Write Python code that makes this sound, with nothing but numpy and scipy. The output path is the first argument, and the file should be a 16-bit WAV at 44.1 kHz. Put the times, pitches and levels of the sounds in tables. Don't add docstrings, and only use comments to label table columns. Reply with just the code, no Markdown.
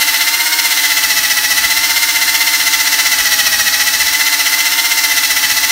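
import sys
import numpy as np
from scipy import signal
from scipy.fft import rfft, irfft, next_fast_len
from scipy.io import wavfile
from scipy.ndimage import uniform_filter1d, minimum_filter1d

SR = 44100
rng = np.random.default_rng(int(sys.argv[2]) if len(sys.argv) > 2 else 0)


def to_linear_factor(level_db):
    exponent = np.asarray(level_db, float) / 20
    return 10 ** exponent


def to_wav(sig):
    pcm = np.clip(np.atleast_2d(sig), -1, 1) * 32767
    pcm = np.round(pcm).astype(np.int16)
    wavfile.write(sys.argv[1], SR, pcm.T)


N = 251811

# (frequency [Hz], t60 [s])
ROOM_T60 = [(200, 0.21), (2000, 0.74), (10000, 0.53)]
# (frequency [Hz], density [dB per Hz])
RUMBLE_SPECTRUM = [(12, -41), (20, -21), (54, 3.5), (70, 3), (155, -8.5), (205, 0), (249, -1.5), (260, -37),
                   (340, -27), (570, -120)]
# (frequency [Hz], density [dB per Hz])
WHIRR_SPECTRUM = [(150, -50), (250, -24), (400, -19), (550, -25.5), (880, -17.5), (1140, -11), (2020, -4),
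                  (2440, -11), (4200, -9.5), (5700, -7), (7700, -11), (11000, -14), (15800, -14.5)]
# (frequency [Hz], density [dB per Hz])
SCRUB_SPECTRUM = [(290, -31.5), (500, -27), (770, -16.5), (1140, -18.5), (2010, -2.5), (2400, -11.5),
                  (3000, -10.5), (4150, -10), (5800, -9.5), (7700, -16), (11000, -14.5), (15800, -21.5)]
# (centre [Hz], width [Hz], level [dB])
STEEL_MODES = [(1490, 250, 0), (1860, 650, 0.5), (3070, 210, -2), (3370, 50, 4.5), (4130, 720, 6),
               (4870, 180, -7), (5470, 780, 3), (7530, 650, -4), (8160, 520, 3.5), (9560, 760, 2),
               (10500, 450, -5.5), (11920, 610, 4), (13240, 710, 5.5), (15000, 740, 7), (14700, 220, -2)]
# (centre [Hz], slope [dB per unit tilt], level when untilted [dB])
TILT_BANDS = [(3600, 1.05, -0.1), (5900, -1.24, 0.7), (11000, 1.04, 0.98)]
# (time [s], extra pressure [dB], tilt towards the microphone [about -1..1])
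HANDS = [(0, 1, 1.5), (.3, -2.5, 0.82), (.48, -4, 0.36), (.7, 0.5, 0.46), (1.1, 0.5, -0.32),
         (1.7, 0, -0.054), (2.05, -0.5, -0.35), (2.45, -0.5, .3), (2.7, 1, -0.8), (3.3, 1, -0.77),
         (3.9, 0, -0.83), (4.4, 0.5, -.7), (4.9, -0.5, -0.46), (5.15, 1.5, -0.11), (5.71, -1.5, -0.78)]
# (time [s], shaft speed [Hz])
SHAFT_SPEED = [(0.0, 297.5), (0.16, 293.8), (0.52, 313.0), (0.71, 299.9), (1.19, 285.6), (1.51, 285.6),
               (1.98, 305.4), (2.24, 298.1), (2.37, 301.0), (3.09, 292.2), (3.23, 285.5), (3.61, 277.6),
               (4.19, 296.1), (4.49, 292.9), (4.88, 303.5), (5.18, 291.7), (5.52, 287.8), (5.71, 296.3)]
# (multiple of shaft speed [-], level [dB], swell with the bite [dB], lag [turns],
# blur [Hz], speed slope [dB per %])
SHAFT_TONES = [
    (1, -44.3, 2.6, -.42, 1, .3),
    (2, -54, 1.1, 0, 1.5, 1.2),
    (3, -32.5, 1.1, .02, 2, .3),
]
# (multiple of shaft speed [-], level [dB], swell with the bite [dB], lag [turns],
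# blur [Hz], speed slope [dB per %])
GEAR_TONES = [(2.327, -41.5, 3.5, -0.09, 4.6, -0.06), (4.63, -36.5, 5, -0.043, 15.35, 0.64),
              (6.06, -34.5, 1, -0.011, 40, -0.1), (6.876, -24.5, 6.5, 0.026, 7.1, 0.08),
              (9.16, -29, 3, 0.036, 6.03, -0.24), (11.43, -37, 3, 0, 35, 0),
              (13.77, -30, 3, -0.028, 30.4, 0.1), (20.62, -33.5, 5.5, 0.043, 49.6, -0.8),
              (4.98, -42.5, -1, 0, 9.8, 1.85), (16.18, -36.5, -2.5, 0, 40.5, -1),
              (16.87, -36, 1.5, 0, 38.3, 0.9), (18.33, -36.5, 6, -0.019, 41.4, 0),
              (24.2, -36.5, 4, 0.021, 79, 0.5)]

GEAR_RATIO, START_TURNS = 19.2051, -.348
LOAD_DB, LOAD_DB_PER_PRESSURE_DB, LOAD_SCATTER_DB = 3.44, 0.7, 0.2
SCRUB_DB, SCRUB_SCATTER_DB = -12, 1.05
PART_HZ, PART_WIDTH_HZ, PART_DB = 3040, 220, 11
RUMBLE_DB, RUMBLE_DRIFT_DB, RUMBLE_DB_PER_HZ = -47.5, 2.2, -0.22
WHIRR_DB, ROOM_DB, TOP_HZ = -17.0, -11.5, 15760


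def unit(x):
    return x / np.sqrt(np.mean(x ** 2) + 1e-20)


def along(points, hz):
    f, v = np.transpose(points)
    return np.interp(np.log(hz + 1), np.log(f + 1), v)


def curves(rows):
    s, *cols = np.transpose(rows)
    return [np.interp(np.arange(N) / SR, s, c) for c in cols]


def wobble(rate_hz):
    knots = rng.standard_normal(int(N * rate_hz / SR) + 2)
    return np.interp(np.arange(N) * rate_hz / SR, np.arange(len(knots)), knots) * np.sqrt(3 / 2)


def filtered(x, response):
    m = next_fast_len(N + SR // 2)
    return irfft(rfft(x, m) * response(np.fft.rfftfreq(m, 1 / SR)), m)[:N]


def patchy(x, depth_db):
    z = signal.stft(x, nperseg=512)[2]
    field = uniform_filter1d(rng.standard_normal(z.shape), size=4, axis=0)
    field = uniform_filter1d(field, size=5, axis=1)
    return signal.istft(z * to_linear_factor(depth_db * unit(field)), nperseg=512)[1][:N]


def resonance(hz, centre_hz, width_hz):
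    return 1 / (1 + (2 * (hz - centre_hz) / width_hz) ** 2)


def steel(hz):
    return to_linear_factor(sum(db * resonance(hz, centre_hz, width_hz) for centre_hz, width_hz, db in STEEL_MODES))


def wheel():
    return START_TURNS + np.cumsum(curves(SHAFT_SPEED)[0]) / SR / GEAR_RATIO


def bite(turns, edge, narrow):
    def rise(c):
        return np.tanh(edge * (c - narrow))
    return 2 * (rise(np.cos(2 * np.pi * turns)) - rise(-1.01)) / (rise(0.95) - rise(-1.35)) - 1


def each_bite(turns):
    whole = np.arange(-1, turns[-1] + 2)
    return np.interp(turns, whole, rng.standard_normal(len(whole)))


def shop(x):
    hz, t, z = signal.stft(rng.standard_normal(SR // 2), SR, nperseg=256)
    decay_db = -60 * t / along(ROOM_T60, hz)[:, None]
    tail = signal.istft(z * to_linear_factor(decay_db), SR, nperseg=256)[1]
    delayed = np.pad(x, (300, 0))
    return signal.fftconvolve(delayed, tail / np.linalg.norm(tail))[:N]


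def rumble(turns):
    speed_hz = curves(SHAFT_SPEED)[0]
    lumps = to_linear_factor(.8 * wobble(8) + 2.2 * np.cos(2 * np.pi * (turns - .1)))
    shake = filtered(rng.standard_normal(N), lambda hz: to_linear_factor(along(RUMBLE_SPECTRUM, hz)))
    level_db = RUMBLE_DB + RUMBLE_DRIFT_DB * wobble(3.7) + RUMBLE_DB_PER_HZ * (speed_hz - np.mean(speed_hz))
    return to_linear_factor(level_db) * unit(lumps * shake)


def whirr():
    air = patchy(rng.standard_normal(N), depth_db=0.7)
    air = filtered(air, lambda hz: to_linear_factor(along(WHIRR_SPECTRUM, hz)) * steel(hz))
    return to_linear_factor(WHIRR_DB + 0.041 * wobble(2.07)) * unit(air)


def bristles(turns):
    def colour(hz):
        part_db = PART_DB * resonance(hz, PART_HZ, PART_WIDTH_HZ)
        return to_linear_factor(along(SCRUB_SPECTRUM, hz) + part_db) * steel(hz)

    ragged_turns = turns + 0.013 + 0.014 * wobble(10)
    contact = to_linear_factor(7.67 * (bite(ragged_turns, edge=1.3, narrow=0.18) - 1))
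    struck = rng.random(N) < 12000 / SR
    strikes = struck * rng.standard_normal(N) * to_linear_factor(2.32 * rng.exponential(size=N))
    rubbing = 0.77 * rng.standard_normal(N)
    scrub = unit(filtered(patchy(strikes + rubbing, depth_db=1.14), colour))
    tufts_db = 0.09 * wobble(60) + 0.37 * wobble(250)
    level_db = SCRUB_DB + curves(HANDS)[0] + SCRUB_SCATTER_DB * each_bite(turns) + tufts_db
    return to_linear_factor(level_db) * contact * scrub


def gears(turns):
    mean_hz = curves(SHAFT_SPEED)[0]
    percent = 100 * (mean_hz / np.mean(mean_hz) - 1)
    depth = .021 * np.clip(1 - .05 * percent, 0, 2)
    angle = 2 * np.pi * (turns - .02)
    sag = 1 - depth * (np.sin(angle) - .1 * np.sin(2 * angle) - .18 * np.cos(2 * angle))
    shaft = 2 * np.pi * np.cumsum(mean_hz * sag) / SR
    pressure_db = curves(HANDS)[0]
    load_db = LOAD_DB + LOAD_DB_PER_PRESSURE_DB * pressure_db + LOAD_SCATTER_DB * each_bite(turns)
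    sound = np.zeros(N)
    for multiple, db, swell_db, lag_turns, blur_hz, slope_db in SHAFT_TONES + GEAR_TONES:
        swell = bite(turns - lag_turns, edge=1.93, narrow=0.23)
        drift = 2 * np.pi * np.cumsum(blur_hz * wobble(240)) / SR
        share = swell_db / 6 * (1 + swell) / 2
        flutter_db = .12 * swell_db * wobble(300) + .1 * swell_db * wobble(4) * (multiple > 8)
        level_db = db + swell_db * swell + share * load_db + slope_db * percent + flutter_db
        sound += to_linear_factor(level_db) * np.sqrt(2) * np.sin(multiple * shaft + drift)
    return sound


def turned(x):
    tilt = curves(HANDS)[1]
    for centre_hz, tilt_db, level_db in TILT_BANDS:
        band = filtered(x, lambda hz: np.exp(-(np.log(hz / centre_hz + 1e-9) / 0.44) ** 2))
        x = x + (to_linear_factor(level_db + tilt_db * tilt) - 1) * band
    return x


def scene():
    turns = wheel()
    tool = gears(turns) + bristles(turns)
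    airborne = tool + to_linear_factor(ROOM_DB) * shop(tool) + whirr()
    return np.tile(turned(airborne) + rumble(turns), (2, 1))


def top_cut(x):
    return signal.sosfilt(signal.butter(12, 16540, fs=SR, output="sos"), x)


def record(dry):
    needed = np.minimum(1, 1.04 / (np.abs(dry[0]) + 1e-9))
    gain = uniform_filter1d(minimum_filter1d(needed, size=181), size=181)
    mono = filtered(gain * dry[0], lambda hz: hz < TOP_HZ)
    return top_cut(np.tile(mono, (2, 1)))


dry = scene()
out = record(dry)
to_wav(out)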